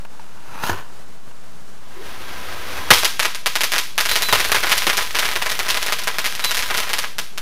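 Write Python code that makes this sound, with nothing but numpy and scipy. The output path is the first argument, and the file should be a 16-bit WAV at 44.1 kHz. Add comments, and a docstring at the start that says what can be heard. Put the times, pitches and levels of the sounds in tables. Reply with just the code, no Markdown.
"""Firecrackers on a toy stagecoach on a tiled floor, with close walls, heard through a camera's microphone.
First the camera is shifted with a scrape of small slips and a few knocks; a fuse catches with a hollow puff and hisses.
One big bang follows, then single pops, then a rapid crackle in a spray of sparks, with heavier bangs and short whistles.
Each charge is a pressure front thrown back by the walls and rung in the space; the fuse and sparks are noise with
random grains. A quiet background runs throughout, and the bangs overload the microphone's input."""
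import sys
import numpy as np
from scipy import signal
from scipy.fft import next_fast_len
from scipy.io import wavfile
from scipy.ndimage import uniform_filter1d

SR = 44100
rng = np.random.default_rng(int(sys.argv[2]) if len(sys.argv) > 2 else 0)


def int16_out(signal):
    """Quantize to a 16-bit WAV file."""
    q = np.round(np.clip(np.atleast_2d(signal).T, -1, 1) * 32767)
    wavfile.write(sys.argv[1], SR, q.astype(np.int16))


N = 326781
TIME = np.arange(N) / SR


def gain_of(db):
    """Decibels to amplitude."""
    return 10 ** (np.asarray(db) / 20)


def evened(x):
    """Scales to rms 1."""
    return x / np.sqrt(np.mean(x ** 2) + 1e-20)


def read(points, hz):
    """Reads a table on a log-frequency axis."""
    f, value = np.transpose(points)
    return np.interp(np.log(hz + 1), np.log(f + 1), value)


def level(rows):
    """A dB curve as a gain, practically silent outside its span."""
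    s, db = np.transpose(rows)
    return gain_of(np.interp(TIME, s, db, left=-120, right=-120))


def add(mix, s, sound):
    """Mixes a sound in at time s."""
    part = mix[round(s * SR):][:len(sound)]
    part += sound[:len(part)]


def humps(modes, hz):
    """The dB lift of a few resonances."""
    return sum(db / (1 + (2 * (hz - f) / width) ** 2) for f, width, db in modes)


def coloured(x, points, modes=(), bright_db=0):
    """Causal (minimum-phase) filter from a spectrum, its resonances and a treble tilt about 3 kHz."""
    size = next_fast_len(len(x))
    hz = abs(np.fft.fftfreq(size, 1 / SR))
    shelf = np.tanh(np.log2((hz + 1) / 3000)) / 2
    log_gain = np.log(gain_of(read(points, hz) + humps(modes, hz) + bright_db * shelf))
    response = np.exp(np.conj(signal.hilbert(log_gain)))
    return np.fft.ifft(np.fft.fft(x, size) * response).real[:len(x)]


def grains(per_s, spread_db):
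    """Random clicks of unequal size and either sign."""
    size = gain_of(spread_db * np.minimum(rng.exponential(1, N), 4))
    struck = rng.random(N) < per_s / SR
    return evened(size * rng.choice([-1, 1], N) * struck)


def flicker(per_s, depth_db):
    """A gain that wavers at random."""
    knots = rng.standard_normal(4096)
    return gain_of(depth_db * np.interp(TIME * per_s, np.arange(len(knots)), knots))


# heavy charges, levels before the group's gain: (time [s], level [dB], brightness [dB])
HEAVY_CHARGES = [(2.9052, 3, 1.5), (4.3263, -7.5, 2), (4.5184, -10.5, 7), (4.8683, -11.5, 1.5)]
# spectrum of a heavy charge, relative: (frequency [Hz], density [dB per Hz])
HEAVY_COLOUR = [(40, -20), (110, -2), (190, -9), (370, -0.5), (550, -2.5), (820, -1), (1200, 3),
                (2000, 0.5), (3500, -4), (6000, -11), (8000, -19), (11000, -13.5), (16000, -22)]


def bangs():
    """Heavy charges: fuller low fronts with a strong direct sound and dense scatter."""
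    return crackers(HEAVY_CHARGES, HEAVY_COLOUR, split_s=0.002, scatter_db=-1, gain_db=-0.6, tail_db=-9.5,
                    direct_db=7.0, shading_db=-2)


# firecrackers that stand out, levels before the group's gain: (time [s], level [dB], brightness [dB])
SINGLE_POPS = [(2.9315, -9, 3), (2.9554, -19, 6), (2.9846, -18, 12), (3.0289, -17, -9), (3.0471, -10, 0.5),
               (3.1945, -12, -4), (3.2256, -17.5, -2), (3.2498, -13.5, -8), (3.3481, -23, 0),
               (3.4603, -12.5, -2.5), (3.5551, -13.5, -3.5), (3.6081, -14, -3), (3.635, -13.5, 0.5),
               (3.7197, -16.5, -0.5), (3.7367, -15, -5), (3.7573, -16.5, -6), (3.782, -13.5, 2),
               (3.9795, -11.5, -5), (4.0043, -14, 1), (4.054, -16.5, -2), (4.089, -17, 1),
               (4.1148, -15.5, 1), (4.1569, -12, -3.5), (4.2221, -14.5, 1), (4.3505, -14, -8),
               (4.4444, -18, -4), (4.5477, -12.5, -7), (4.5627, -16.5, -11), (4.634, -20, -10),
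               (4.6695, -19.5, -7), (4.6962, -17.5, -4), (4.7217, -12, -6.5), (4.8939, -12.5, -7),
               (4.9313, -19.5, -5), (4.9702, -16.5, 7), (4.9847, -18, -11), (5.1488, -16.5, -8),
               (5.163, -20.5, -2), (5.1881, -12.5, -2), (5.2258, -18, -11), (5.2496, -19, -4),
               (5.2836, -25, -10), (5.3145, -21.5, -6), (5.3564, -17, -11.5), (5.4186, -19, -10),
               (5.4611, -18.5, -10), (5.4927, -20, 0), (5.5918, -17.5, -4), (5.6835, -18, -2),
               (5.7026, -14.5, -1.5), (5.7447, -18.5, -7), (5.7678, -17.5, -8), (5.8235, -19, 0),
               (5.8834, -20, -12), (5.9238, -15, -4), (5.9873, -24.5, 2), (6.037, -25.5, 5),
               (6.0735, -15, -7), (6.1849, -15.5, -4), (6.2438, -19, -4), (6.2593, -16, 0),
               (6.3518, -24.5, 2), (6.3946, -21.5, -5), (6.4414, -13.5, 1), (6.5101, -16, -2),
               (6.5464, -19.5, 3), (6.5702, -18, -1), (6.6247, -19.5, -6), (6.7022, -20, -9),
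               (6.7433, -17.5, -9), (6.7742, -17, 2), (6.7975, -19, -2), (6.8934, -22.5, -5),
               (6.9328, -14.5, -3.5), (6.9844, -17, 0.5), (7.0401, -21.5, -11), (7.1839, -18.5, 1),
               (7.3767, -23, -2)]
# spectrum of a small charge, relative: (frequency [Hz], density [dB per Hz])
SMALL_COLOUR = [(40, -21), (120, -18), (250, -17), (450, -9), (750, -5.5), (1200, -2.5), (2000, 0),
                (3500, -1.5), (6000, -5), (8000, -12.5), (10300, -9.5), (13500, -13), (16000, -20.5)]


def pops():
    """Single small charges: short, bright fronts."""
    return crackers(SINGLE_POPS, SMALL_COLOUR, split_s=0.00061, scatter_db=-4.5, gain_db=-0.86, tail_db=-5.0,
                    direct_db=0.0, shading_db=4.5)


def crackle():
    """Rapid small charges among the sparks, their direct sound strongly shaded."""
    return crackers(small_charges(), SMALL_COLOUR, split_s=0.001, scatter_db=-6.5, gain_db=-0.5, tail_db=-3.5,
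                    direct_db=-0.5, shading_db=9)


# strength of the spray of sparks, before a common gain: (time [s], level [dB])
SPARK_LEVEL = [(3.95, -49), (4.1, -29), (4.72, -27.5), (5.1, -34), (5.3, -31), (5.75, -33.5), (6.02, -35.5),
               (6.38, -40.5), (6.6, -30.5), (6.92, -32.5), (7.15, -49)]
# small crackers follow the strength of the spray
CRACKLE_PER_S, LULL_S = 30, .02
CRACKLE_OVER_SPARKS_DB, CRACKLE_SPREAD_DB = 7, 3.5
CRACKLE_BRIGHT_DB, CRACKLE_BRIGHT_SPREAD_DB = -8, 5


def small_charges(count=90):
    """Rows (time, level, brightness): fire eats the string unevenly, with a lull before each heavy charge."""
    late, size, tone = rng.standard_normal((count, 3)).T
    start_s = SPARK_LEVEL[1][0]
    s = start_s + (np.arange(count) + .35 * late) / CRACKLE_PER_S
    spray_db = np.interp(s, *np.transpose(SPARK_LEVEL))
    db = spray_db + CRACKLE_OVER_SPARKS_DB + CRACKLE_SPREAD_DB * size
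    wait = np.array([row[0] for row in HEAVY_CHARGES]) - s[:, None]
    in_lull = ((wait > 0) & (wait < LULL_S)).any(1)
    db = np.where(in_lull, -120, db)
    return np.transpose([s, db, CRACKLE_BRIGHT_DB + CRACKLE_BRIGHT_SPREAD_DB * tone])


def crackers(rows, colour, split_s, scatter_db, gain_db, tail_db, direct_db, shading_db):
    """Fires charges; the toy shades each direct sound by chance, and three spots in turn ring the space."""
    near, spots = np.zeros(N), np.zeros((3, N))
    for k, (s, db, bright_db) in enumerate(rows):
        front = shock(colour, bright_db, swing_hz=3700)
        shaded_db = direct_db + shading_db * rng.uniform(-1.23, 1)
        sound = signal.fftconvolve(front, paths(shaded_db, split_s, scatter_db))
        # the level is the rms of the first 10 ms
        sound *= gain_of(db + gain_db) / np.sqrt(np.mean(sound[:SR // 100] ** 2))
        add(near, s, sound)
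        # the space receives the bare front with the same energy
        add(spots[k % len(spots)], s, front * np.linalg.norm(sound) / np.linalg.norm(front))
    return near + gain_of(tail_db) * sum(space(spot) for spot in spots)


def shock(colour, bright_db, swing_hz, size=1024):
    """One pressure front; an all-pass swings its overpressure into an equal suction."""
    pole = np.exp(-2 * np.pi * swing_hz / SR)
    front = coloured(signal.unit_impulse(size), colour, bright_db=bright_db)
    return signal.lfilter([pole, -1], [1, -pole], front)


# echoes from the planter and the nearest walls, before random variation: (delay [s], level [dB])
WALL_ECHOES = [(.00495, 2), (.0055, -10.5), (.008, -5.5), (.0098, -6.5), (0.014, -4.5), (0.0162, -10.5)]


def paths(direct_db, split_s, scatter_db, size=3072):
    """Ways from a charge to the microphone: direct, off the walls, and scattered by nearby things."""
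    t = np.arange(size) / SR
    out = np.zeros(size)
    arrivals = [(0.00013, direct_db + 3.0)]
    # each cracker lies in a slightly different place
    for s, db in WALL_ECHOES:
        arrivals.append((abs(s + .0001 * rng.standard_normal()), db + 2 * rng.standard_normal()))
    for s, db in arrivals:
        # the toy's body splits every front into a short burst of copies
        copies = rng.standard_normal(size) * (rng.random(size) < .25)
        split = copies * np.exp(-t / split_s) * gain_of(-12)
        split[0] = 1
        add(out, s, gain_of(db) * split)
    scatter = rng.standard_normal(size) * np.exp(-t / 0.0066) * np.interp(t, [.004, .007], [.25, 1])
    return out + gain_of(scatter_db) * scatter * np.linalg.norm(out) / np.linalg.norm(scatter)


# resonances between floor and walls: (frequency [Hz], width [Hz], lift [dB])
ROOM_MODES = [(366, 43, 7.5), (487, 65, 4), (1006, 22, 11.5), (1270, 57, 4.5), (1594, 33, 7.5),
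              (3080, 40, 1), (3330, 40, 4.5)]
# time the tail takes to fall by 60 dB: (frequency [Hz], decay [s])
ROOM_DECAY = [(100, 0.28), (400, 0.2), (1500, 0.34), (4000, 0.49), (8000, 0.45), (15000, 0.43)]


def space(x, rise_s=0.011):
    """A diffuse tail: sparse taps that build up, then die band by band."""
    taps = rng.standard_normal(SR) * (rng.random(SR) < .15)
    hz, t, z = signal.stft(taps, SR, nperseg=256)
    decay = gain_of(-60 * t / read(ROOM_DECAY, hz)[:, None])
    tail = signal.istft(z * decay, SR, nperseg=256)[1][:SR]
    tail *= np.minimum(np.arange(SR) / SR / rise_s, 1) ** 2
    tail_colour = [(100, -2), (600, 1.5), (2500, 0.5), (6000, 0.5), (14000, 0.5)]  # (Hz, dB)
    tail = coloured(tail, tail_colour, ROOM_MODES)
    return signal.fftconvolve(x, tail / np.linalg.norm(tail))[:N]


# the fuse grows, then dies away from just before the first bang; before a common gain: (time [s], level [dB])
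FUSE_LEVEL = [(1.8, -60), (1.836, -51), (2.06, -37), (2.716, -30.5), (2.758, -28.5), (2.89, -30.5)]
# spectrum of the fuse, relative: (frequency [Hz], density [dB per Hz])
FUSE_SPECTRUM = [(30, -7), (75, 10), (130, -11), (260, -2.5), (380, -5.5), (600, -1), (900, -0.5),
                 (2000, -1), (3600, -5.5), (6000, -11), (8000, -19), (10200, -14.5), (14000, -17),
                 (16000, -20)]
# spectrum of the sparks, relative: (frequency [Hz], density [dB per Hz])
SPARK_SPECTRUM = [(40, 6), (120, -6.5), (270, -18), (450, -8), (750, -8), (1200, -15), (2000, -4.5),
                  (3500, -4.5), (6000, -10), (8000, -13), (10300, -10), (16000, -12)]
FUSE_DIES_DB_PER_S = 64


def burning():
    """Fuse and sparks: a fluttering jet of gas with tiny bursting grains."""
    jet = evened(rng.standard_normal(N) + .5 * grains(per_s=1300, spread_db=3.5))
    fuse = evened(coloured(jet, FUSE_SPECTRUM, ROOM_MODES)) * flicker(per_s=45, depth_db=1.0)
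    spray = rng.standard_normal(N) + 1.5 * grains(per_s=500, spread_db=4.5)
    sparks = evened(coloured(spray, SPARK_SPECTRUM, ROOM_MODES)) * flicker(per_s=40, depth_db=2)
    last_s, last_db = FUSE_LEVEL[-1]
    burn = level(list(FUSE_LEVEL) + [(last_s + 1, last_db - FUSE_DIES_DB_PER_S)])
    return fuse * burn * gain_of(0.05) + sparks * level(SPARK_LEVEL) * gain_of(-2.0)


PUFF_S, PUFF_LENGTH_S, PUFF_HZ, PUFF_DB = 1.92, 0.18, 370, -42  # level at the crest of the swell


def puff(width_hz=130):
    """A soft, hollow rush of gas as the fuse catches: band-passed noise that swells and fades."""
    t = np.arange(0, PUFF_LENGTH_S, 1 / SR)
    band = [PUFF_HZ - width_hz / 2, PUFF_HZ + width_hz / 2]
    hollow = signal.butter(2, band, "bandpass", fs=SR, output="sos")
    rush = signal.sosfilt(hollow, rng.standard_normal(N))
    swell = np.interp(TIME, PUFF_S + t, np.sin(np.pi * t / PUFF_LENGTH_S), right=0)
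    return gain_of(PUFF_DB) * evened(rush) * swell


# gas from a narrow vent, level before the fades:
# (time [s], length [s], pitch [Hz], level [dB], share of pitch lost at the end [fraction])
VENT_WHISTLES = [(4.083, 0.067, 4040, -26, 0), (4.213, .11, 4010, -27.5, .06),
                 (6.426, .085, 3990, -26, .04)]
# the pitch climbs as the pressure builds and sags as it runs out; the flat start is a share of the pitch
WHISTLE_RISE_S, WHISTLE_START_FLAT, WHISTLE_SAG_S = .01, 0.046, 0.025


def whistles(second_db, third_db, waver):
    """A wavering tone with mostly odd overtones, as from a tube closed at one end."""
    out = np.zeros(N)
    wobble = 1 + waver * evened(uniform_filter1d(rng.standard_normal(N), size=150))
    for s, length, hz, db, sag in VENT_WHISTLES:
        t = np.arange(0, length, 1 / SR)
        building = np.exp(-t / WHISTLE_RISE_S)
        spent = np.clip(1 - (length - t) / WHISTLE_SAG_S, 0, 1)
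        pitch = hz * (1 - WHISTLE_START_FLAT * building - sag * spent) * wobble[:len(t)]
        phase = 2 * np.pi * np.cumsum(pitch) / SR
        tone = np.sin(phase) + gain_of(second_db) * np.sin(2 * phase) + gain_of(third_db) * np.sin(3 * phase)
        fades = (1 - building) * signal.windows.tukey(len(t), .1)
        add(out, s, evened(tone) * gain_of(db) * fades)
    return out


# speed of the sliding camera, as a level: (time [s], level [dB])
SLIDE_SPEED = [(.1, -58), (.42, -46), (.62, -31), (.665, -23.5), (.72, -29.5), (.8, -35), (.84, -45),
               (1.1, -66)]
# spectrum of the scrape and rattle, relative: (frequency [Hz], density [dB per Hz])
SCRAPE_SPECTRUM = [(40, -9), (110, 1.5), (280, -6), (600, -5.5), (1000, -3), (1700, -6.5), (3000, -14),
                   (5000, -17), (8000, -25), (10500, -19.5), (14000, -21), (16000, -24)]
# resonances of the camera's case: (frequency [Hz], width [Hz], lift [dB])
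CASE_MODES = [(920, 230, 10.4), (1404, 160, 9), (1680, 130, 6.5), (2730, 550, 8.7), (4030, 280, 4.8),
              (4830, 180, 2.6), (6300, 400, 9.1)]
# drift of the scrape's pitch, case resonances included, as the grip changes: (time [s], factor [ratio])
GRIP_DRIFT = [(.45, 1.01), (.58, .95), (.71, 1.06)]
# knocks on the camera, peaks before a common gain: (time [s], rattle level [dB], low thud level [dB])
CASE_KNOCKS = [(0.049, -33, -62), (0.194, -32.5, -58), (0.635, -14.5, -60), (0.6947, -12, -23),
               (0.713, -35, -27.5), (.728, -21.5, -47), (0.741, -30, -31.5), (1.31, -38, -62)]


def handling(ring_s=0.0045, thud_s=0.017, speed_ref_db=-27, size=4096):
    """The camera's case scrapes in small slips, brighter when faster, with knocks of rattle and thud."""
    slips = grains(per_s=3500, spread_db=-1.0) * flicker(per_s=260, depth_db=2.0)
    speed = level(SLIDE_SPEED)
    fast = np.clip(speed / gain_of(speed_ref_db), 0, 1) ** 2
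    # reading the scrape faster or slower shifts its resonances
    place = np.cumsum(np.interp(TIME, *np.transpose(GRIP_DRIFT)))
    dull, bright = (np.interp(place, np.arange(N), evened(coloured(slips, SCRAPE_SPECTRUM, CASE_MODES, db)))
                    for db in (0, 10))
    out = speed * ((1 - fast) * dull + fast * bright)
    t = np.arange(size) / SR
    thud_colour = [(30, -18), (80, 7), (180, -20), (380, -3), (900, -13), (5000, -72)]  # (Hz, dB)
    for s, rattle_db, thud_db in CASE_KNOCKS:
        burst = rng.standard_normal(size) * t * np.exp(-2 * t / ring_s)
        rattle = coloured(burst, SCRAPE_SPECTRUM, CASE_MODES, bright_db=-3.0)
        thud = coloured(rng.standard_normal(size) * np.exp(-t / thud_s), thud_colour)
        for sound, peak_db in (rattle, rattle_db), (thud, thud_db):
            add(out, s, gain_of(peak_db + 4.5) * sound / abs(sound).max())
    return out


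# spectrum of the background, relative: (frequency [Hz], density [dB per Hz])
AIR_SPECTRUM = [(25, -20), (45, -8), (70, -2), (130, -2.5), (195, -1), (260, -6), (600, -7), (1400, -8.5),
                (2200, -15), (6500, -19), (10000, -23), (15500, -30)]
AIR_DB = -45.5  # rms before the flicker


def air():
    """The quiet background: coloured noise with a slightly unsteady level."""
    noise = evened(coloured(rng.standard_normal(N), AIR_SPECTRUM))
    return gain_of(AIR_DB) * noise * flicker(per_s=36, depth_db=1.35)


def scene():
    """Charges and whistles in their space, over the fuse, the handling and the background."""
    charges = bangs() + pops() + crackle()
    whistle = whistles(second_db=-27, third_db=-11, waver=.003)
    whistle_tail = gain_of(-14) * space(whistle)
    return (charges + whistle + whistle_tail + burning() + puff() + handling() + air())[None]


EDGE_HZ = 15600  # upper band limit


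def record(dry):
    """The microphone's input stage sits off centre and overloads on the bangs; then the band limit."""
    biased = dry - .077
    clipped = biased / (1 + biased ** 8) ** (1 / 8)
    lowpass = signal.firwin(401, EDGE_HZ, window=("kaiser", 7), fs=SR)
    return signal.oaconvolve(clipped, lowpass[None], "same")


dry = scene()
out = record(dry)
int16_out(out)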